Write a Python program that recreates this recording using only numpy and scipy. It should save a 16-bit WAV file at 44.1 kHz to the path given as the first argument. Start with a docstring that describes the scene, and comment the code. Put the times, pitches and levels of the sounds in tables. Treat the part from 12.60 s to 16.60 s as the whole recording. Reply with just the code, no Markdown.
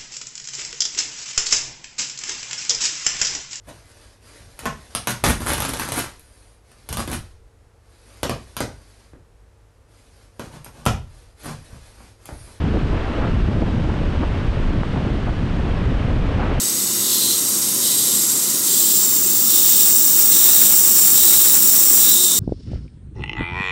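"""A vehicle drives along a windy beach, with the microphone riding outside above the bonnet.
From the start, wind buffets the microphone in low lumps, short puffs and small pops, over the
drone of the vehicle and the even hiss of surf and tyres on wet sand. At about 0.6 s a gust
swells into a brighter rush and dies away. The buffeting goes on, with the sharpest pop at 2.2 s,
and the rush builds again to a peak near 3.8 s. All along, a quick limiter holds the peaks down."""
import sys
import numpy as np
from scipy import signal
from scipy.fft import rfft, irfft
from scipy.io import wavfile
from scipy.ndimage import uniform_filter1d

SR = 44100
rng = np.random.default_rng(int(sys.argv[2]) if len(sys.argv) > 2 else 0)


def wav_record(signal):
    """Record a signal, one row per channel, as 16-bit PCM in the file named by sys.argv[1]."""
    frames = np.transpose(np.atleast_2d(signal))
    bounded = np.clip(frames, -1, 1)
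    # unit amplitude maps onto the largest positive 16-bit level
    quanta = np.round(bounded * 32767).astype(np.int16)
    wavfile.write(sys.argv[1], SR, quanta)


N = 176400
TIME = np.arange(N) / SR
FREQS = np.fft.rfftfreq(N, 1 / SR)

# Tone of the slow, heavy eddies (swirls of air): frequency_hz, level_db_per_hz
THROB_TONE = [(6, -64.5), (14, -50.5), (24, -38), (42, -37), (65, -47), (110, -57.5)]
# Strength of that throb: time_s, gain_db
THROB_STRENGTH = [(0, -4), (.5, 0), (1.3, -4), (1.8, 4), (2.15, 5), (2.4, -4.5), (3.2, 1), (4, -0.5)]
# Tone of the wind pressing on the microphone: frequency_hz, level_db_per_hz
RUMBLE_TONE = [(20, -57.5), (50, -41), (85, -38), (125, -43), (180, -45.5), (235, -52.5), (330, -62.5),
               (600, -69), (1500, -110)]
# Strength of that rumble: time_s, gain_db
RUMBLE_STRENGTH = [(0, -2.5), (.36, -2), (.5, -22.5), (.66, 1.5), (.78, 1), (1.2, 0), (1.85, -4),
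                   (2.21, -1), (2.27, -10), (2.35, -0.5), (2.6, -3), (2.8, -3.5), (3.1, -1.5), (3.55, 0.5),
                   (3.67, -5.5), (3.76, 2), (3.85, -3.5), (4, -1.5)]
# Tone of small eddies fluttering over the housing: frequency_hz, level_db_per_hz
FLUTTER_TONE = [(60, -55.5), (150, -50), (280, -48.5), (400, -57), (650, -64), (1000, -69.5), (1700, -82),
                (4000, -105)]
# Strength of that flutter: time_s, gain_db
FLUTTER_STRENGTH = [(0, -2), (.25, -1.5), (.48, -5), (.65, -4), (.84, -3), (1.0, -1), (1.4, -1),
                    (1.62, -4.5), (1.95, -5), (2.2, -1), (2.27, -4), (2.36, -2), (2.52, 1), (2.68, -5.5),
                    (2.95, -3), (3.08, -4.5), (3.25, -3), (3.42, -7), (3.6, -1.5), (3.8, -4), (4, -0.5)]
# Tone of the air rushing in a gust: frequency_hz, level_db_per_hz
GUST_TONE = [(150, -56.5), (450, -52.5), (800, -60), (1300, -63), (2000, -68), (2900, -72.5), (4000, -82.5),
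             (7000, -104), (12000, -130)]
# Strength of the gusts: time_s, gain_db
GUST_STRENGTH = [(0, -8), (.27, -16.5), (.37, -5), (.5, -5), (.63, -1), (.72, -6.5), (1.1, -22.5),
                 (1.55, -8), (2.0, -9.5), (2.95, -15.5), (3.1, -5), (3.35, -8.5), (3.48, -4), (3.6, -11),
                 (3.76, -2.5), (3.82, -1), (3.92, -1), (4, -4)]
# Tone shared by all puffs of wind: frequency_hz, level_db_per_hz
PUFF_TONE = [(60, -59.5), (270, -51), (500, -60), (900, -60.5), (1500, -63.5), (2500, -76), (5000, -100)]
# Single puffs: middle_s, length_s, gain_db, cutoff_hz
PUFF_EVENTS = [(0.045, 0.015, 10, 450), (0.161, 0.036, 12, 650), (0.339, 0.028, 2.5, 1300),
               (0.635, 0.031, 7, 1490), (0.769, 0.03, 9, 200), (0.887, 0.0068, 10, 860),
               (0.915, 0.0099, 6, 700), (0.97, 0.02, 11, 450), (1.027, 0.018, 14.5, 720),
               (1.189, 0.014, 10, 450), (1.302, 0.02, -1, 1800), (1.435, 0.014, 6, 650),
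               (1.618, 0.027, 11, 328), (1.636, 0.014, 5, 1250), (2.15, 0.022, 3.5, 450),
               (2.232, 0.01, 16.5, 190), (2.375, 0.025, -1, 2000), (2.684, 0.028, 1.5, 1800),
               (2.831, 0.03, 9, 380), (2.978, 0.015, 7, 350), (3.0, 0.014, 0.5, 1700),
               (3.068, 0.03, 0.5, 1000), (3.32, 0.017, 9, 550), (3.516, 0.023, 4.5, 700),
               (3.563, 0.034, 9, 260), (3.647, 0.016, 0, 1800), (3.799, 0.014, 5, 1800),
               (3.839, 0.04, 1.5, 3400)]
# Eddies breaking on the microphone's opening: start_s, strength_db
STRONG_POPS = [(0.171, -16), (1.02, -20), (1.341, -17), (1.634, -15.5), (2.234, -8.5), (3.707, -20)]
# Hollow resonances of the vehicle's body: pitch_hz, width_hz, level_db_per_hz
BODY_RESONANCES = [(77.7, 36, -44.5), (116, 31, -51.5), (274, 30, -62.5)]
# Tone of surf and tyres on wet sand: frequency_hz, level_db_per_hz
HISS_TONE = [(60, -54), (400, -66.5), (800, -69), (1650, -70.5), (2100, -74.5), (2900, -74.5), (4000, -82),
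             (5500, -89), (7600, -97.5), (8500, -97.5), (10000, -105.5), (12000, -115), (14000, -130)]


def buffeting():
    """Large eddies throb and rumble on the microphone; small ones flutter in quick, uneven bursts."""
    throb = noise(tone(THROB_TONE)) * strength(THROB_STRENGTH)
    rumble = noise(tone(RUMBLE_TONE)) * strength(RUMBLE_STRENGTH) * wobble(rate_hz=18.5, depth_db=2)
    flutter = noise(tone(FLUTTER_TONE)) * strength(FLUTTER_STRENGTH) * wobble(rate_hz=81, depth_db=4.5)
    return throb + rumble + flutter


def gusts():
    """A grainy rush of air swells with each gust."""
    return noise(tone(GUST_TONE)) * strength(GUST_STRENGTH) * wobble(rate_hz=53, depth_db=2)


def puffs():
    """Churning air swells for a moment, making anything from a dull thump to a brighter huff."""
    air, out = noise(tone(PUFF_TONE)), np.zeros(N)
    for middle_s, length_s, gain_db, cutoff_hz in PUFF_EVENTS:
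        swell = np.exp(-2 * ((TIME - middle_s) / length_s) ** 2)
        out += amp(gain_db) * swell * low_pass(air, cutoff_hz)
    return out


def pops():
    """Eddies break on the microphone's opening, which rings for barely a cycle: a few strong, many weak."""
    weak_per_s, weak_db, spread_db = 16, -28, 2.5
    ring_hz, decay_s = 1000, .00032
    kicks = (rng.random(N) < weak_per_s / SR) * rng.choice([-1, 1], N)
    kicks = kicks * amp(weak_db + spread_db * np.minimum(rng.standard_normal(N), 2))
    for start_s, strength_db in STRONG_POPS:
        kicks[int(start_s * SR)] += amp(strength_db)
    age = TIME[:SR // 100]
    ring = np.exp(-age / decay_s) * np.sin(2 * np.pi * ring_hz * age)
    popping = signal.oaconvolve(kicks, ring / ring.max())[:N]  # every kick starts one ring
    return low_pass(popping, cutoff_hz=2500)


def vehicle_drone():
    """Rolling noise hums in a few broad resonances of the vehicle's body."""
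    humps = sum(amp(level_db) / (1 + (2 * (FREQS - pitch_hz) / width_hz) ** 2)
                for pitch_hz, width_hz, level_db in BODY_RESONANCES)
    return noise(humps)


def surf_and_tyres():
    """Surf and tyres on wet sand blend into a nearly even hiss."""
    return noise(tone(HISS_TONE)) * wobble(rate_hz=20, depth_db=0.04)


def amp(db):
    """Turn decibels into a gain, the number a sound is multiplied by."""
    return 10 ** (np.asarray(db) / 20)


def strength(points):
    """Join (time_s, gain_db) points into a gain for every moment."""
    return amp(np.interp(TIME, *np.transpose(points)))


def tone(points):
    """Join a tone table's points into a gain for every frequency, falling steeply above the last."""
    hz, db = np.transpose(points)
    curve_db = np.interp(np.log(FREQS + 1), np.log(hz), db)
    return amp(curve_db) / np.maximum(FREQS / hz[-1], 1) ** 4


def noise(gain):
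    """Random noise, shaped by one gain for each frequency."""
    return irfft(rfft(rng.standard_normal(N)) * gain, N) * np.sqrt(SR / 2)


def wobble(rate_hz, depth_db):
    """A gain that wanders at random, up to about rate_hz, and keeps the average power the same."""
    speeds = 1 / (1 + (FREQS / rate_hz) ** 4) * FREQS / (FREQS + rate_hz / 10)
    wander = noise(speeds)
    gain = amp(depth_db * 2 * np.tanh(wander / wander.std() / 2))  # tanh softens the biggest swings
    return gain / np.sqrt(np.mean(gain ** 2))


def low_pass(x, cutoff_hz):
    """Dull a sound by turning down what lies above the cutoff."""
    return irfft(rfft(x) / (1 + (FREQS / cutoff_hz) ** 4), N)


def scene():
    """Wind, vehicle and shore add up at one microphone."""
    return (buffeting() + gusts() + puffs() + pops() + vehicle_drone() + surf_and_tyres())[None]


def record(dry):
    """A quick limiter turns each peak down, the bass more than the treble; then the top is cut off."""
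    limit_db, fall_db_per_s, smooth_s = -13, 250.5, .004
    cut_share, treble_share = 0.58, 0.46
    fade_in_s, top_hz = .004, 14200
    bass = low_pass(dry[0], cutoff_hz=1200)
    treble = dry[0] - bass
    over_db = np.maximum(20 * np.log10(abs(dry[0]) + 1e-9) - limit_db, 0)
    fall_db = TIME * fall_db_per_s
    held_db = np.maximum.accumulate(over_db + fall_db) - fall_db  # jumps at a peak, then sinks steadily
    cut_db = cut_share * uniform_filter1d(held_db, int(smooth_s * SR))
    limited = bass * amp(-cut_db) + treble * amp(-treble_share * cut_db)
    limited *= np.minimum(TIME / fade_in_s, 1)
    top_filter = signal.firwin(511, top_hz, window=("kaiser", 9), fs=SR)
    return signal.oaconvolve(limited, top_filter, "same")[None]


dry = scene()
out = record(dry)
wav_record(out)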